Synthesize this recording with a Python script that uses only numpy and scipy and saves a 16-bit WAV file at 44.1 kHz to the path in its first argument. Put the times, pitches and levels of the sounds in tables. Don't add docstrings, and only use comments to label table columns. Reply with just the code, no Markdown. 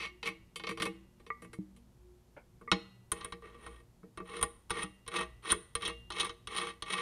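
import sys
import numpy as np
from scipy import signal
from scipy.fft import rfft, irfft, next_fast_len
from scipy.io import wavfile
from scipy.ndimage import uniform_filter1d, map_coordinates

SR = 44100
rng = np.random.default_rng(int(sys.argv[2]) if len(sys.argv) > 2 else 0)


def digitize_waveform(pressure):
    field = np.atleast_2d(pressure).T
    bounded = np.clip(field, -1, 1)
    quanta = np.round(bounded * 32767).astype(np.int16)
    wavfile.write(sys.argv[1], SR, quanta)


N = 309141
T = np.arange(SR // 2) / SR


def amp(db):
    return 10 ** (np.asarray(db) / 20)


def unit(x):
    return x / np.sqrt(np.mean(x ** 2) + 1e-20)


def unit_peak(x, size=130):
    return x / np.sqrt(uniform_filter1d(x ** 2, size).max() + 1e-20)


def along(points, hz):
    f, v = np.transpose(points)
    return np.interp(np.log(hz + 1), np.log(f + 1), v)


def wobble(rate, n):
    values = rng.standard_normal(int(n * rate / SR) + 4)
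    return map_coordinates(values, [np.arange(n) * rate / SR])


def coloured(spectrum, n):
    gain = amp(along(spectrum, np.fft.rfftfreq(n, 1 / SR)))
    return unit(irfft(rfft(rng.standard_normal(n)) * gain, n))


def add(track, s, x):
    i = max(round(s * SR), 0)
    track[i:i + len(x)] += x[:max(len(track) - i, 0)]


def ring(tones):
    return sum(amp(db - 60 * T / fade) * np.sin(2 * np.pi * hz * T) for hz, db, fade in tones)


# f/Hz, level/dB
AIR_COLOUR = [(12, -58.5), (20, -23.5), (43, -16), (65, -24), (86, -9.5), (120, -17.5), (146, -12),
              (241, -18.5), (527, -25), (718, -28), (897, -27.5), (976, -29.5), (1810, -37), (12800, -42.5),
              (16000, -57)]
RUMBLE_COLOUR = [(10, -20.5), (30, -5.5), (56, -3), (80, -11.5), (130, -7.5), (250, -38.5), (1000, -84.5)]
# f/Hz, level/dB
MOTOR_TONES = [(59, -68.5), (118.5, -73.5), (179, -78.5), (237, -79.5), (360, -81)]
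def workshop(air_db=-68, waver_db=6.0, rumble_db=-69, swell_db=4):
    t = np.arange(N) / SR
    hum = np.zeros(N)
    for hz, db in MOTOR_TONES:
        strength = amp(db + waver_db * wobble(6.7, N))
        hum += strength * np.sqrt(2) * np.sin(2 * np.pi * hz * t + .5 * wobble(6.7, N))
    rumble = amp(rumble_db + swell_db * wobble(14, N)) * coloured(RUMBLE_COLOUR, N)
    return hum + rumble + amp(air_db) * coloured(AIR_COLOUR, N)


# f/Hz, fade/s
ROOM_FADES = [(150, 0.68), (400, 0.38), (1200, 0.47), (3500, 0.48), (9000, 0.42), (15000, 0.4)]
def room(x):
    hz, t, noise = signal.stft(rng.standard_normal(SR), SR, nperseg=256)
    fading = amp(-60 * t / along(ROOM_FADES, hz)[:, None])
    tail = signal.istft(noise * fading, SR, nperseg=256)[1]
    tail *= 1 - np.exp(-np.arange(len(tail)) / SR / 0.0031)
    return signal.fftconvolve(x, tail / np.linalg.norm(tail))[:N]


# t/s, level/dB
ROCKS = [(0.287, -45), (0.692, -45), (0.805, -35), (0.868, -37), (1.588, -32), (2.724, -29.5),
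         (4.034, -49.5), (4.84, -38)]
# f/Hz, level/dB, fade/s
BOOM_TONES = [(184, 3, 0.11), (190, -18, 0.12), (192, -11.5, 0.73), (309, -3, 0.24)]
def bench_booms(gain_db=-1):
    out = np.zeros(N)
    boom = unit_peak(ring(BOOM_TONES) * (1 - np.exp(-T / 0.001)))
    for s, db in ROCKS:
        add(out, s, amp(db + gain_db) * boom)
    return out


# f/Hz, level/dB, fade/s
THUMP_TONES = [(30, -0.5, 0.017), (56.7, 0, 0.096), (87, -2.5, 0.091)]
def bench_thumps(clicks, gain_db=-9, limit_db=-36.5):
    out = np.zeros(N)
    thump = unit_peak(ring(THUMP_TONES) * (1 - np.exp(-T / 0.0066)))
    for s, db, *_ in clicks:
        add(out, s, amp(min(db + gain_db, limit_db)) * thump)
    return out


# t/s, level/dB
SCUFFS = [(2.365, -43.5), (2.375, -50.5)]
# f/Hz, level/dB
SCUFF_COLOUR = [(150, -33.5), (250, -6), (763, 1), (1160, -14.5), (1490, -2), (1940, -21.5), (2170, -5.5),
                (2990, -28.5), (3210, -23), (3790, -38.5), (7000, -49.5), (9100, -73), (15400, -120)]
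def bench_scuffs(gain_db=-3, fade_s=0.13):
    out = np.zeros(N)
    for s, db in SCUFFS:
        scuff = coloured(SCUFF_COLOUR, len(T)) * amp(-60 * T / fade_s) * (1 - np.exp(-T / 0.0017))
        add(out, s, amp(db + gain_db) * unit_peak(scuff))
    return out


# t/s, level/dB, extra for overtones/dB
SINGS = [(.83, -75, -18), (2.718, -57.5, 2.5), (4.829, -60.5, -23.5), (5.18, -63, -15), (5.52, -72, -0.5),
         (5.87, -47.5, -32)]
# f/Hz, level/dB, fade/s
FREE_END_TONES = [(2799, 0, .7), (4204, 7, .45), (5410, 4, .2)]
def free_end():
    out = np.zeros(N)
    main, overtones = ring(FREE_END_TONES[:1]), ring(FREE_END_TONES[1:])
    for s, db, overtones_db in SINGS:
        add(out, s, amp(db) * (main + amp(overtones_db) * overtones))
    return out


# f/Hz, level/dB, fade/s
LINGERING_TONES = [(1300, -9, .3), (1972, 9.5, 0.82), (2020, 1.5, 0.46), (2700, -9.5, .25),
                   (2810, 1.5, 0.96), (3420, -8.5, 0.36), (3478, -7.5, 0.51), (4204, 8, .4), (4690, 3, .2),
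                   (5470, 7, .2), (7060, 4, 0.27), (9243, -10.5, .35)]
def after_ring(steel, gain_db=-32):
    tones = ring(LINGERING_TONES)
    return amp(gain_db) * signal.fftconvolve(steel, tones / np.linalg.norm(tones))[:N]


# t/s, level/dB, rise/s
TAPS = [(1.303, -31, 0.00063), (2.676, -39.5, 0.004)]
# f/Hz, level/dB, fade/s
TAP_TONES = [(450, -10, 0.074), (1063, -9, 0.034), (1190, -4.5, 0.042), (1180, -3.5, 0.12),
             (1950, -4, 0.055), (2124, -8, .05), (2180, -8, 0.094), (2500, -27, .06)]
def nut_taps():
    out = np.zeros(N)
    for s, db, rise in TAPS:
        add(out, s, amp(db) * unit_peak(ring(TAP_TONES) * (1 - np.exp(-T / rise))))
    return out


def blow_response(gain):
    cepstrum = irfft(np.log(np.maximum(gain / gain.max(), 1e-6)))
    half = len(cepstrum) // 2
    cepstrum[1:half] *= 2
    cepstrum[half + 1:] = 0
    response = irfft(np.exp(rfft(cepstrum)))[:half]
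    return response / np.linalg.norm(response)


# f/Hz, width/Hz, level/dB
PLATE_TONES = [(817, 12, -8.5), (920, 70, -25.5), (1063, 55, -5.5), (1137, 30, -6.5), (1170.3, 18, 2.5),
               (1283, 72, -11), (1447, 59, -13.5), (1603, 50, -13.5)]
# lowest f/Hz, highest f/Hz
PART_RANGES = [(140, 720), (720, 1700), (1700, 2700), (2700, 7500), (7500, 12200)]
def bracket(frame_tones, high_tones, weak_tones, weak_db, size=16384, steepness=20):
    f = np.fft.rfftfreq(size, 1 / SR) + 1

    def peaks(tones):
        return sum(amp(db) ** 2 / (1 + (2 * (f - hz) / width) ** 2) for hz, width, db in tones)

    highs = peaks(high_tones) + amp(weak_db + along(weak_tones, f)) ** 2
    powers = [peaks(frame_tones), peaks(PLATE_TONES), highs, highs, highs]
    parts = []
    for power, (low, high) in zip(powers, PART_RANGES):
        in_range = power / (1 + (low / f) ** steepness) / (1 + (f / high) ** steepness)
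        parts.append(blow_response(np.sqrt(in_range)))
    return parts


def part_levels(db, hardness_db, nut_db, firm_db=-41):
    frame = -0.39 * hardness_db + 0.12 * (firm_db - db)
    flange = 0.16 * hardness_db
    return db + np.array([frame, 0, flange, hardness_db, hardness_db + nut_db])


def knocks(events, parts, blow, trims_db, stretches):
    out = np.zeros(N)
    for s, *touch in events:
        for part, db, trim_db, stretch in zip(parts, part_levels(*touch), trims_db, stretches):
            chatter_s = stretch * 0.062
            force = rng.standard_normal(len(part)) * amp(-60 * T[:len(part)] / chatter_s)
            force /= np.linalg.norm(force)
            force[0] += blow
            add(out, s, amp(db + trim_db) * unit_peak(signal.fftconvolve(force, part)))
    return out


def finger_push(t, rise, hold, sag_db_per_s=67, release_db_per_s=451):
    fade_db = sag_db_per_s * np.maximum(t - rise, 0) + release_db_per_s * np.maximum(t - rise - hold, 0)
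    return np.clip(t / rise, 0, 1) ** 1.09 * amp(-fade_db)


def thread_rasp(turns, parts, catches_per_s, catch_db, uneven_db, trims_db):
    release_s, bite_s, spread_db = 0.13, 0.013, 2
    bite_shares = [0, 0, 0, 1, 0.74]
    drives = np.zeros((len(parts), N))
    for s, rise, hold, db, hardness_db, nut_db, bite_db in turns:
        t = np.arange(max(-s, 0), rise + hold + release_s, 1 / SR)
        sizes = rng.standard_normal(len(T)) * amp(spread_db * rng.standard_normal(len(T)))
        catches = (rng.random(len(T)) < catches_per_s / SR) * sizes
        pressure = amp(uneven_db * wobble(135.0, len(T)))
        grind = unit(pressure * (rng.standard_normal(len(T)) + amp(catch_db) * unit(catches)))
        force = np.resize(grind, len(t)) * finger_push(t, rise, hold)
        bite = bite_db * np.exp(-((t - rise) / bite_s) ** 2)
        levels = part_levels(db, hardness_db, nut_db) + trims_db
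        for drive, level, share in zip(drives, levels, bite_shares):
            add(drive, s, force * amp(level + share * bite))
    return sum(signal.fftconvolve(drive, part)[:N] for drive, part in zip(drives, parts))


# f/Hz, width/Hz, level/dB
FIRST_FRAME = [(180, 11.6, -4), (330, 5.2, -0.5), (386, 9.8, -19), (410, 26, -15), (463, 12, 0.5),
               (625, 23, -19)]
FIRST_HIGHS = [(1847, 39, 8.5), (2103, 41, 7), (2200, 22.6, 12), (2335, 72, 1.5), (2570, 25, 7),
               (2824, 6, 1.5), (3117, 29, 1), (3470, 40, -3.5), (3725, 60, -9), (4020, 43, -3),
               (4410, 68, -9), (4640, 26, -6), (4640, 30, -12), (5370, 65, -13.5), (5870, 54, -11),
               (6210, 51, -27), (6750, 34, -24), (8800, 20, -25), (9600, 93, -19), (10600, 76, -29),
               (11650, 70, -28.5)]
# f/Hz, level/dB
FIRST_WEAK = [(1700, -16), (3000, -4), (4500, -16), (7500, -30), (10000, -27.5), (12000, -53), (12600, -42),
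              (16000, -54)]
# t/s, level/dB, hardness/dB, nut over bolt/dB
SLIPS = [(0.229, -41, 2, -24), (0.5587, -45.5, 7, -9), (0.597, -47.5, 4.5, -30), (0.637, -41, -0.5, -22),
         (0.6694, -36.5, -1, -22), (0.691, -36, -5, -11.5), (0.7108, -37.5, -6.5, -12),
         (0.7737, -43.5, -5, -11), (0.8001, -38, -1.5, -13.5), (0.8209, -31.5, 0.5, -11),
         (0.8539, -36, -2, -7), (0.8624, -37, -14, -7), (1.1984, -62, -8, -6), (1.2648, -52.5, -3.5, -14),
         (1.4203, -51, -10, 0.5), (1.4458, -54, -10, 0), (1.5317, -49.5, -6, -1.5), (1.764, -68.5, 2, 1)]
# t/s, rise/s, hold/s, level/dB, hardness/dB, nut over bolt/dB, bite/dB
FIRST_TURNS = [(-0.2, 0.25, 0.005, -47, 2, -19, -3), (0.235, 0.034, 0.016, -43.5, -3.5, -12, 7)]
def first_nut():
    parts = bracket(FIRST_FRAME, FIRST_HIGHS, FIRST_WEAK, weak_db=-4.5)
    slips = knocks(SLIPS, parts, blow=0.37, trims_db=[-4, -2, -3, -1.5, 1],
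                   stretches=[1.6, 0.78, 0.88, 1.25, 1.57])
    rasp = thread_rasp(FIRST_TURNS, parts, catches_per_s=550, catch_db=-3, uneven_db=0.4,
                       trims_db=[-1.5, 0.5, 3, 1, 1.5])
    return slips + rasp


# f/Hz, width/Hz, level/dB
SECOND_FRAME = [(185, 16, -6.5), (333, 8.9, -6), (357, 11, -6), (426, 14, -6), (468.6, 8, 3.5),
                (641.3, 9.1, -11)]
SECOND_HIGHS = [(1863, 37, 11), (2090, 120, -2), (2199, 58, 6.5), (2589, 32, 5), (2680, 36, -0.5),
                (2900, 110, -4.5), (3130, 90, 3.5), (3320, 52, 3.5), (3490, 54, -0.5), (3808, 81, 2.5),
                (4200, 60, -10), (4080, 49, -1), (4330, 57, -3.5), (4930, 19, -13.5), (4970, 25, -7),
                (5485, 210, -11), (6225, 37, -8.5), (6320, 35, -15.5), (6760, 33, -14.5), (8740, 45, -19.5),
                (8900, 160, -12.5), (9200, 98, 0), (9345, 66, 0), (9600, 76, -14.5), (11600, 67, -28),
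                (12500, 81, -32.5)]
# f/Hz, level/dB
SECOND_WEAK = [(1700, -18.5), (3500, -16.5), (4700, -26), (7500, -34), (9300, -32.5), (10500, -29),
               (12000, -40.5), (12700, -45.5), (16000, -51)]
# t/s, level/dB, hardness/dB, nut over bolt/dB
CLICKS = [(2.6118, -54.5, -25, 11), (2.7159, -20.5, 1.5, -18.5), (3.1177, -32.5, -2, 13),
          (3.2102, -44.5, 0.5, -27), (3.246, -41, 0, 9), (3.323, -39, -2, -9), (3.4214, -51, -14, -6),
          (3.6635, -43.5, -7, 2), (4.0313, -57.5, -31, -1), (4.1739, -41, -8.5, -1),
          (4.2011, -42.5, -22, 1), (4.412, -37.5, -4, 7), (4.4276, -28, -0.5, 11), (4.6969, -46, 0, -2),
          (4.7051, -30.5, -2, 5), (4.8313, -43, 4.5, 7), (5.064, -52.5, -2, -9), (5.0783, -41.5, 2, 2.5),
          (5.5193, -26, -2.5, 15), (5.7524, -31.5, 1.5, 7.5), (5.8213, -44.5, 7.5, -7),
          (5.851, -42.5, 6.5, -5), (5.8786, -36.5, 0, 4), (6.103, -40.5, 3.5, -8.5),
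          (6.121, -47, 10.5, -11), (6.198, -40, 10.5, -6.5), (6.248, -42, 5.5, 2.5),
          (6.2942, -40.5, 1, -14), (6.4723, -41.5, 6, -5.5), (6.8227, -39.5, 7, -7)]
# t/s, rise/s, hold/s, level/dB, hardness/dB, nut over bolt/dB, bite/dB
SECOND_TURNS = [(3.14, 0.035, 0.12, -55.5, -4.5, -6, 4), (3.42, 0.025, 0.2, -56.5, -9, -7, -5),
                (3.56, 0.1, 0.14, -59, -6.5, 1.5, 1), (4.24, 0.13, 0.016, -45.5, -5.5, -2.5, 5),
                (4.70, 0.12, 0.0089, -39.5, -5, -3, 1), (5.10, 0.069, 0.052, -37, -6, -4, 8.5),
                (5.42, 0.089, 0.0099, -38, -2.5, -4, 9.5), (5.79, 0.07, 0.04, -43, -1.5, -9, 14.5),
                (6.12, 0.086, 0.066, -41, -2, -6, 15), (6.48, 0.094, 0.13, -40.5, -2, -5, 8.5),
                (6.85, 0.081, 0.096, -38.5, -2, -6, 7.5)]
def second_nut():
    parts = bracket(SECOND_FRAME, SECOND_HIGHS, SECOND_WEAK, weak_db=-13)
    clicks = knocks(CLICKS, parts, blow=0.43, trims_db=[-8, -1.1, -9.5, -3.5, -4.5],
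                    stretches=[2.1, 0.92, 1.9, 0.82, 0.52])
    rasp = thread_rasp(SECOND_TURNS, parts, catches_per_s=400, catch_db=-3.5, uneven_db=2.4,
                       trims_db=[-3.5, 0.5, -1.5, -1.5, -2])
    return clicks + rasp


def scene(echo_db=-20.5):
    steel = first_nut() + second_nut() + nut_taps()
    bench = bench_booms() + bench_thumps(CLICKS) + bench_scuffs()
    work = steel + after_ring(steel) + bench + free_end()
    return (work + amp(echo_db) * room(work) + workshop())[None]


def record(dry, top_hz=15700):
    size = next_fast_len(N + SR // 2)
    kept = np.fft.rfftfreq(size, 1 / SR) < top_hz
    return irfft(rfft(dry, size) * kept, size)[:, :N]


dry = scene()
out = record(dry)
digitize_waveform(out)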